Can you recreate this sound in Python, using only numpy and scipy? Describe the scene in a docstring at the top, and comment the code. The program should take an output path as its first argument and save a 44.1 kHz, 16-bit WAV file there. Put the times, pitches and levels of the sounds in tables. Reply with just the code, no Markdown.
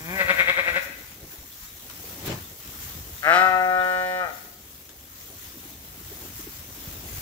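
"""Inside an arched sheep barn, on a stereo microphone held among the flock. Straw rustles and hooves thud from
the start. Some way off, a sheep bleats, its larynx throbbing seven times. Stalks snap, a board is knocked,
small birds chirp faintly under the roof, and at 2.3 s an animal scuffs past close by. At 3.2 s a nearer sheep
opens with a rasp, then its vocal folds lock onto a clear held note. Pen boards and roof return both calls, and
the flock shuffles on to the end."""
import sys
import numpy as np
from scipy import signal
from scipy.fft import rfft, irfft, next_fast_len
from scipy.io import wavfile
from scipy.ndimage import uniform_filter1d, map_coordinates

SR = 44100
rng = np.random.default_rng(int(sys.argv[2]) if len(sys.argv) > 2 else 0)


def wav_out(sig):
    """Save sig, one row per channel (or a flat mono array), as 16-bit PCM at SR to the path in sys.argv[1]."""
    wavfile.write(sys.argv[1], SR, np.round(np.clip(np.atleast_2d(sig).T, -1, 1) * 32767).astype(np.int16))


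N = 317961
TIME = np.arange(N) / SR

# far sheep, throbs of the larynx: centre_s, level_db, pitch_hz
THROBS = [(0.21, -23, 187.3), (0.304, -20.5, 187.7), (0.403, -20, 182.4), (0.495, -21.5, 180),
          (0.589, -23.5, 182.8), (.685, -25, 175.9), (0.771, -24.5, 181.9)]
# far sheep, mouth closed: frequency_hz, gain_db
HUM_VOWEL = [(71, -34.5), (120, 26), (189, 8.5), (528, -0.5), (1050, -2.5), (1340, -12), (1540, -1.5),
             (2170, -5.5), (2460, 0.5), (2790, -37), (3500, -16), (4550, -54), (7700, -120)]
# mouth half open: frequency_hz, gain_db
MEH_VOWEL = [(110, -57), (180, -7.5), (410, -17.5), (555, 2), (690, -9), (770, -17), (900, -14.5),
             (1250, -16.5), (1560, 0.5), (1750, -12.5), (1950, 5.5), (2200, -13), (2550, -6.5),
             (2850, -21.5), (3700, -21.5), (6500, -45)]
# mouth fully open: frequency_hz, gain_db
BAA_VOWEL = [(110, -38), (180, -11), (410, -17), (535, -2), (670, -9), (770, -13), (900, -15), (1250, -9),
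             (1500, -8.5), (1750, -11), (2130, 7.5), (2550, -4), (2900, -20), (3250, -12), (4150, -20),
             (5000, -48)]
# far sheep's balance at the microphone: frequency_hz, left_over_right_db
QUAVER_BALANCE = [(60, 0.5), (110, -1), (200, 0.5), (380, 1), (700, 6), (1290, 9), (2380, 8), (4400, 1),
                  (8120, 4), (15000, -25)]
# its phase at the microphone: frequency_hz, left_lead_rad
QUAVER_PHASE = [(200, 0.4), (800, -0.55), (1200, -2), (2100, -2.5), (2700, -1.4), (6000, -2.5)]

# near sheep, mouth opening: frequency_hz, gain_db
OPENING_VOWEL = [(71, -50), (120, -9), (281, -5), (461, -5), (633, 13.5), (696, 12), (1010, -10), (1240, 2),
                 (1400, 12.5), (1500, 9), (2010, 4.5), (2400, -6.5), (2910, 0), (3200, 9), (4160, -58),
                 (7040, -120)]
# mouth wide: harmonic_number, gain_db
WIDE_VOWEL = [(1, -17), (2, -14), (3, -9.5), (4, 0), (5, -15), (6, -24.5), (7, -4), (8, -1.5), (9, -22),
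              (10, -12), (11, -18.5), (12, -30), (13, -27.5), (14, -18.5)]
# mouth settled on the note: harmonic_number, gain_db
SETTLED_VOWEL = [(1, -12.5), (2, -13.5), (3, 3), (4, 5), (5, -6.5), (6, -17.5), (7, 2), (8, 4), (9, -14),
                 (10, -3), (11, -15.5), (12, -28), (13, -14.5), (14, -20)]
# colour of the rasp: frequency_hz, gain_db
RASP_TONE = [(2300, -24), (2900, 9.5), (3500, 0.5), (3950, 6.5), (4450, -3.5), (5300, -0.5), (6600, -12),
             (8000, -7.5), (11000, -26)]
# course of the mouth resonance: time_s, level_db
MOUTH_RESONANCE = [(3.21, -42), (3.252, -28), (3.288, -20), (3.47, -21.5), (3.518, -31.5), (3.536, -25.5),
                   (3.64, -32), (3.798, -24.5), (4.022, -28), (4.074, -36), (4.19, -35), (4.214, -27),
                   (4.3, -43.5)]
# near sheep's balance at the microphone: frequency_hz, left_over_right_db
HELD_BALANCE = [(60, 8), (110, 5), (200, 0), (380, 1), (700, 4), (1290, 9.5), (2380, 7), (4400, -5),
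                (8120, 9), (15000, -14)]
# its phase at the microphone: frequency_hz, left_lead_rad
HELD_PHASE = [(150, 0.073), (500, 0.99), (900, 0.46), (1300, 2.3), (1500, 0.25), (1900, 2.57), (3000, 1.6),
              (6000, 1.7)]

# scuffed bedding: frequency_hz, gain_db
SCUFF_TONE = [(53, -13), (90, -3), (177, 1.5), (240, -7), (389, -4.5), (463, -12), (572, -3.5), (655, -15),
              (909, -12), (1240, -17.5), (3000, -18.5), (9000, -29), (11700, -60), (19800, -120)]
# hooves on bedding and boards: start_s, strength_db, pitch_hz
HOOF_STEPS = [(.245, -29.5, 85), (0.716, -34, 75), (1.225, -35, 80.5), (1.276, -43, 185),
              (1.384, -36, 63.4), (1.62, -38.5, 69.6), (2.95, -32, 157), (3.1, -41, 235), (5.652, -36, 309),
              (6.004, -38, 247), (6.115, -31, 393), (6.392, -31.5, 308), (6.469, -29.5, 358),
              (6.871, -28.5, 104), (7.049, -34, 99), (7.175, -32.5, 86)]
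# stalks snapping underfoot, and one knock on the boards at 4.89 s: start_s, level_db
SNAPS_AND_KNOCKS = [(1.116, -45.5), (1.896, -41), (4.699, -66), (4.891, -46.5)]
# crack of a stalk or knock on a board: frequency_hz, gain_db
SNAP_TONE = [(300, -10), (900, 0), (3000, -4), (6000, -2), (12000, -12)]
# how busily the flock moves: time_s, bustle_db
BUSTLE = [(0.0, -46), (0.68, -47.5), (1.61, -51), (2.11, -45), (2.59, -48), (2.85, -44), (3.65, -49.5),
          (4.44, -50), (4.9, -51), (5.78, -47), (6.49, -47), (7.21, -44)]
# legs sweeping through straw: centre_s, level_db, half_length_s
LEG_SWISHES = [(0.16, -43.5, 0.044), (0.372, -41.5, .05), (0.841, -41, .025), (1.327, -45, 0.049),
               (1.63, -45.5, 0.067), (2.269, -33, 0.015), (2.82, -42.5, .03), (4.36, -47.5, .05),
               (6.256, -43.5, 0.092), (6.402, -41.5, 0.049), (7.176, -42, .035)]
# crisp straw: frequency_hz, gain_db
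STRAW_TONE = [(470, -46), (800, -15), (1050, -7.5), (1590, -8.5), (2010, -6), (2170, -7), (2580, -8.5),
              (3350, -5.5), (4690, -8), (5800, -4.5), (7250, -5.5), (8850, -12), (13200, -2), (15100, 2),
              (15700, -3)]
# dull shuffle of feet: frequency_hz, gain_db
SHUFFLE_TONE = [(110, -14), (175, 5), (290, 7), (500, 0.5), (800, -3), (1400, -21.5)]
# rumble of feet: frequency_hz, gain_db
RUMBLE_TONE = [(20, -40), (32, -16), (50, -1.5), (80, 1), (120, -4.5), (180, -11.5), (300, -32)]
# likeness of the floor noise in left and right: frequency_hz, correlation
FLOCK_LIKENESS = [(60, 0.97), (130, 0.96), (290, 0.95), (640, 0.6), (1410, -0.19), (3100, 0.054),
                  (6820, -0.033), (15000, 0.041)]
# its balance at the microphone: frequency_hz, left_over_right_db
FLOCK_BALANCE = [(60, 0.5), (110, 0.5), (200, 0), (380, 1.5), (700, 4), (1290, 8), (2380, 6), (4400, 1.5),
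                 (8120, 5), (15000, 0.5)]
# small birds under the roof: centre_s, level_db, mid_pitch_hz
CHIRPS = [(1.53, -53.5, 3230), (1.689, -53, 3570), (2.45, -50.5, 3350), (3.185, -51, 3450),
          (3.81, -46, 3380), (5.735, -54, 3420), (6.95, -51, 3480)]
# the barn's decay: frequency_hz, t60_s
BARN_DECAY = [(150, 1), (600, 0.66), (2000, 0.76), (4000, 0.95), (10000, 0.4)]
# colour of its tail: frequency_hz, gain_db
BARN_TONE = [(200, -7), (700, 10.5), (1800, 5.5), (6000, 11.5)]


def quavering_bleat():
    """Far sheep: the mouth opens from a hum; each larynx throb lifts pitch, loudness and fullness."""
    scoop = bump(.165, .078)  # the pitch scoops up as the mouth opens
    pitch_hz = 158.35 + 35.02 * scoop
    rest_level = amp(-45.5 + 9 * ramp(0, .098) + 3.3 * scoop - 174 * since(.776))
    level, drive, throb_half_s = rest_level, np.zeros(N), .018
    for centre_s, level_db, throb_hz in THROBS:
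        push = bump(centre_s, 1.7 * throb_half_s)
        pitch_hz = pitch_hz + (throb_hz - pitch_hz) * push
        level = level + np.maximum(amp(level_db) - rest_level, 0) * bump(centre_s, throb_half_s)
        drive = drive + push
    opened, gape = ramp(.12, .21), .62 * bump(.5, .23)
    rough = .23 + .22 * opened + .13 * ramp(.29, .63)  # the voice frays as the call goes on
    pulses = vocal_folds(pitch_hz, rough, jitter_s=.0002, shimmer_db=1.8, air=1.65)
    vowel = (1 - gape) * throat(pulses, MEH_VOWEL) + gape * throat(pulses, BAA_VOWEL)
    # between throbs the voice thins to its main mouth resonance
    core = filtered(vowel, lambda hz: np.exp(-((hz - 2000) / 700) ** 2))
    vowel = core + (vowel - core) * (.62 + .55 * drive)
    voice = steady((1 - opened) * throat(pulses, HUM_VOWEL) + opened * vowel)
    return at_microphone(voice * level, QUAVER_BALANCE, QUAVER_PHASE)


def held_bleat():
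    """Near sheep: a rasp glides up through two vowels, then the folds lock into a clean, level note."""
    start_s, attack_s, rasp_s, lock_s, release_s = 3.222, .055, 3.35, .1, 4.22
    full_s = start_s + attack_s
    slack = ramp(release_s - .025, release_s + .08) ** 2  # the folds let go ever faster
    rough = .015 + .17 * np.exp(-since(rasp_s) / lock_s) + .65 * slack ** .8
    pulses = vocal_folds(held_pitch(slack), rough, jitter_s=.00022, shimmer_db=4, air=1.7)
    wide = throat(pulses, [(harmonic * 185, db) for harmonic, db in WIDE_VOWEL])
    settled = throat(pulses, [(harmonic * 183, db) for harmonic, db in SETTLED_VOWEL])
    widen, settle = ramp(3.3, 3.37), ramp(3.55, 3.91)
    voice = (1 - widen) * throat(pulses, OPENING_VOWEL) + (widen - settle) * wide + settle * settled
    below = lambda edge_hz, order: filtered(voice, lambda hz: 1 / (1 + (hz / edge_hz) ** order))
    low, low_and_mid, whole = below(1010, order=12), below(1690, order=24), below(2630, order=24)

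    release_db_per_s = 143
    gate_db = -26 * until(full_s) / attack_s - release_db_per_s * since(release_s)
    throat_db = -22.5 + gate_db - 7.5 * since(full_s)  # breath slowly runs out
    mouth_db = curve(MOUTH_RESONANCE) - .3 - release_db_per_s * since(MOUTH_RESONANCE[-1][0])
    # the upper resonances flare in the attack, then stay as a steady twang
    twang = amp(.66 * gate_db) * np.hypot(amp(-27.5 - 66 * since(rasp_s)), amp(-39.5))
    rasp = amp(-34.5 - 155 * until(rasp_s) - 118 * since(rasp_s))
    buzz = settle * amp(throat_db - 23)
    call = (amp(throat_db) * steady(low)
            + amp(mouth_db) * steady(low_and_mid - low)
            + twang * steady(whole - low_and_mid)
            + (rasp + buzz) * throat(pulses, RASP_TONE))
    voiced = ramp(start_s, start_s + .01) - ramp(release_s + .085, release_s + .116)
    return at_microphone((call + rail_echo(call)) * voiced, HELD_BALANCE, HELD_PHASE)


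def held_pitch(slack):
    """The folds tighten past the note, ease back onto it and slacken at the end."""
    from_hz, note_hz, overshoot_hz, drop_hz = 145.5, 182.7, 4.2, 36.1
    top_hz = note_hz + overshoot_hz * np.exp(-since(3.44) / .12)
    glide = np.sin(np.pi / 2 * ramp(3.24, 3.44))
    return (from_hz + (top_hz - from_hz) * glide - drop_hz * slack) * (1 + .0008 * wobble(25))


def vocal_folds(pitch_hz, rough, jitter_s, shimmer_db, air):
    """One pulse per cycle; roughness scales the scatter in time and level and each puff of air."""
    cycles = np.cumsum(pitch_hz) / SR
    closures = np.interp(np.arange(1, int(cycles[-1])), cycles, np.arange(N))
    puffs = rng.standard_normal(N) * np.exp(-3.5 * (cycles % 1))
    puffs = filtered(puffs, lambda hz: hz ** 2 / (hz ** 2 + 700 ** 2))  # turbulence spares the bass
    scatter = rng.standard_normal((len(closures), 2)) * rough[closures.astype(int), None]
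    closures = closures + jitter_s * SR * scatter[:, 0]
    # a windowed sinc places each pulse between samples
    taps = closures.astype(int)[:, None] + np.arange(-7, 9)
    offset = taps - closures[:, None]
    shapes = np.sinc(offset) * np.cos(np.pi * offset / 16) ** 2 * amp(shimmer_db * scatter[:, 1:])
    pulses = np.bincount(np.clip(taps, 0, N - 1).ravel(), shapes.ravel(), N)
    return unit(pulses) + air * rough * unit(puffs)


def throat(pulses, vowel, size=4096):
    """Throat and mouth ring on after each pulse strikes; the level is held steady."""
    hz = np.fft.rfftfreq(size, 1 / SR)
    gain = amp(along(vowel, hz)) * hz ** 2 / (hz ** 2 + 90 ** 2)
    cepstrum = irfft(np.log(np.maximum(gain, 1e-4)))
    cepstrum[1:size // 2] *= 2  # folded to minimum phase
    cepstrum[size // 2 + 1:] = 0
    lag_s_per_hz = 5e-7  # the folds do not close all at once, so higher partials come later
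    ring = irfft(np.exp(rfft(cepstrum) - 1j * np.pi * lag_s_per_hz * hz ** 2))
    return steady(signal.fftconvolve(pulses, ring)[:N])


def at_microphone(voice, balance, phase):
    """A voice reaches the microphone's two ports with different strength and phase."""
    def response(hz):
        left = amp(along(balance, hz) / 2) * np.exp(.5j * along(phase, hz))
        return np.array([left, 1 / left]) * 2 / np.abs(left + 1 / left)
    return filtered(voice, response)


def scuff(peak_s=2.281, hold_s=.045):
    """One animal brushes through the bedding, close to the microphone."""
    level_db = -32.5 - 172 * until(peak_s) - 168 * since(peak_s + hold_s)
    return amp(level_db) * rustle(SCUFF_TONE, patchy_db=2.5, grain_db=1.5)


def hooves():
    """Each step is a soft, quickly damped thud with a short crunch of straw."""
    thuds, crunch = np.zeros(N), np.zeros(N)
    for start_s, strength_db, pitch_hz in HOOF_STEPS:
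        age_s = since(start_s)
        t60_s = .04 + 6 / pitch_hz  # deep thuds last longer
        blow = amp(strength_db - 60 * age_s / t60_s) * (1 - np.exp(-age_s / .0055))
        thuds += blow * np.sin(2 * np.pi * pitch_hz * age_s + 1.05 * wobble(170))
        crunch += blow
    return amp(2.5) * thuds + amp(-12.5) * crunch * rustle(SCUFF_TONE, patchy_db=-1, grain_db=3.5)


def snaps_and_knocks(t60_s=.15):
    """Dry stalks break, and a board is knocked once, each with a brief, broad crack."""
    bursts = sum(amp(db - 60 * since(s) / t60_s) * (TIME >= s) for s, db in SNAPS_AND_KNOCKS)
    return bursts * rustle(SNAP_TONE, patchy_db=3, grain_db=2)


def flock():
    """Feet in deep straw all round: a crisp rustle, a dull shuffle and a rumble grow with the bustle."""
    bustle_db = curve(BUSTLE)
    bustle_db -= bustle_db.mean()
    level = lambda db, growth, swing_db: amp(db + growth * bustle_db + swing_db * wobble(9))
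    swishes = sum(amp(db) * bump(s, half_s) for s, db, half_s in LEG_SWISHES)
    straw_level = np.hypot(level(-44.5, growth=1.11, swing_db=1.15), swishes)
    straw = straw_level * rustle(STRAW_TONE, patchy_db=1.5, grain_db=1)
    shuffle = level(-53.5, growth=1.2, swing_db=1.2) * rustle(SHUFFLE_TONE, patchy_db=2.5, grain_db=1.5)
    rumble = level(-51, growth=1.9, swing_db=1.3) * rustle(RUMBLE_TONE, patchy_db=1.5, grain_db=1.5)
    return straw + shuffle + rumble


def rustle(tone, patchy_db, grain_db):
    """Trodden bedding: grainy stereo noise, its gain patchy in time and frequency, at mono rms 1."""
    grains = rng.standard_normal((2, N)) * amp(grain_db * wobble(350))
    spectra = signal.stft(grains, nperseg=512)[2]
    patches = uniform_filter1d(rng.standard_normal(spectra.shape[1:]), size=7, axis=0)
    patches = unit(uniform_filter1d(patches, size=10, axis=1))
    pair = signal.istft(spectra * amp(patchy_db * patches), nperseg=512)[1][:, :N]
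    width = lambda hz: np.tan(np.arccos(np.clip(along(FLOCK_LIKENESS, hz), -.9, 1)) / 2)
    mid, side = filtered(pair, lambda hz: amp(along(tone, hz)) * [np.ones_like(hz), width(hz)])
    balance = lambda hz: amp(np.outer([.5, -.5], along(FLOCK_BALANCE, hz)))
    stereo = filtered(np.array([mid + side, mid - side]), balance)
    return stereo / np.std(stereo.mean(axis=0))


def birds():
    """Short, husky chirps from under the roof arch up and down in pitch."""
    song = np.zeros(N)
    for centre_s, level_db, mid_hz in CHIRPS:
        arch = bump(centre_s, .022)
        pitch_hz = mid_hz * (.92 + .16 * arch + .025 * wobble(400))
        song += amp(level_db) * arch * np.sin(2 * np.pi * np.cumsum(pitch_hz) / SR)
    return np.array([song, song])


def rail_echo(call):
    """As the head turns, a reflection off the rail slides in delay, so overtones swell and fade."""
    delay_s = .0026 + .00006 * wobble(3)
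    return amp(-17) * map_coordinates(call, [np.arange(N) - delay_s * SR])


def pen_boards(sound, count=12):
    """Boards close by return a scatter of bright early copies, different at each port."""
    echoes = np.zeros((2, SR // 20))
    for port in echoes:
        port[rng.integers(SR // 700, SR // 50, count)] = rng.choice([-1, 1], count) / np.sqrt(count)
    early = signal.fftconvolve(sound, echoes, axes=1)[:, :N]
    return filtered(early, lambda hz: hz ** 4 / (hz ** 4 + 700 ** 4))


def barn_roof(sound, delay_s=.009):
    """The arched roof answers with a diffuse tail, longest in the bass."""
    hz, age_s, spectra = signal.stft(rng.standard_normal((2, SR)), SR, nperseg=256)
    decay = amp(-60 * age_s / along(BARN_DECAY, hz)[:, None])
    tail = signal.istft(spectra * decay, SR, nperseg=256)[1]
    tail = np.pad(tail, ((0, 0), (round(delay_s * SR), 0))) / np.sqrt(SR * .07)
    wet = signal.fftconvolve(sound, tail, axes=1)[:, :N]
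    return filtered(wet, lambda hz: amp(along(BARN_TONE, hz)))


def amp(db):
    """Decibels to gain."""
    return 10 ** (np.asarray(db) / 20)


def unit(x):
    """Scale to rms 1."""
    return x / np.sqrt(np.mean(x ** 2) + 1e-20)


def steady(x):
    """Hold the running rms at 1."""
    power = uniform_filter1d(uniform_filter1d(x * x, size=900), size=900)
    return x / np.sqrt(np.abs(power) + 1e-12)


def along(points, hz):
    """Read (frequency_hz, value) points on a log axis."""
    knots_hz, values = np.transpose(points)
    return np.interp(np.log(hz + 1), np.log(knots_hz + 1), values)


def curve(points):
    """Read (time_s, value) points at every sample."""
    return np.interp(TIME, *np.transpose(points))


def ramp(start_s, end_s):
    """Rise from 0 to 1 between two times."""
    return np.clip((TIME - start_s) / max(end_s - start_s, 1e-3), 0, 1)


def since(s):
    """Seconds gone by after a time, 0 before it."""
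    return np.maximum(TIME - s, 0)


def until(s):
    """Seconds left before a time, 0 after it."""
    return np.maximum(s - TIME, 0)


def bump(centre_s, half_s):
    """A bell-shaped swell of height 1."""
    return np.exp(-((TIME - centre_s) / half_s) ** 2)


def wobble(rate):
    """A smooth random curve, rate knots a second."""
    return map_coordinates(rng.standard_normal(int(N * rate / SR) + 4), [TIME * rate])


def filtered(x, response):
    """Shape x by a response of frequency."""
    size = next_fast_len(N + SR // 2)
    return irfft(rfft(x, size) * response(np.fft.rfftfreq(size, 1 / SR)), size)[..., :N]


def scene():
    """From among the flock: the quavering sheep stands farther off, so more barn is heard with it."""
    far, near, chirps = quavering_bleat(), held_bleat(), birds()
    # the roof's echo shifts colour during the far call, so no fixed bands ring
    tail_blend = np.pi / 2 * ramp(.2, 1)
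    far_send = amp(-12.5) * far
    tail = barn_roof(far_send * np.cos(tail_blend) + amp(-15) * near + amp(-12) * chirps)
    tail += barn_roof(far_send * np.sin(tail_blend))
    # early echoes blur the rasping attack, then drop out, leaving the held note clear
    attack_echo = 1 - ramp(3.53, 3.6)
    early = pen_boards(amp(-8.5) * far + amp(-11) * attack_echo * near)
    return far + near + chirps + early + tail + flock() + scuff() + hooves() + snaps_and_knocks()


def record(dry, top_hz=15750):
    """The recorder keeps nothing above its band limit."""
    return filtered(dry, lambda hz: hz < top_hz)


dry = scene()
out = record(dry)
wav_out(out)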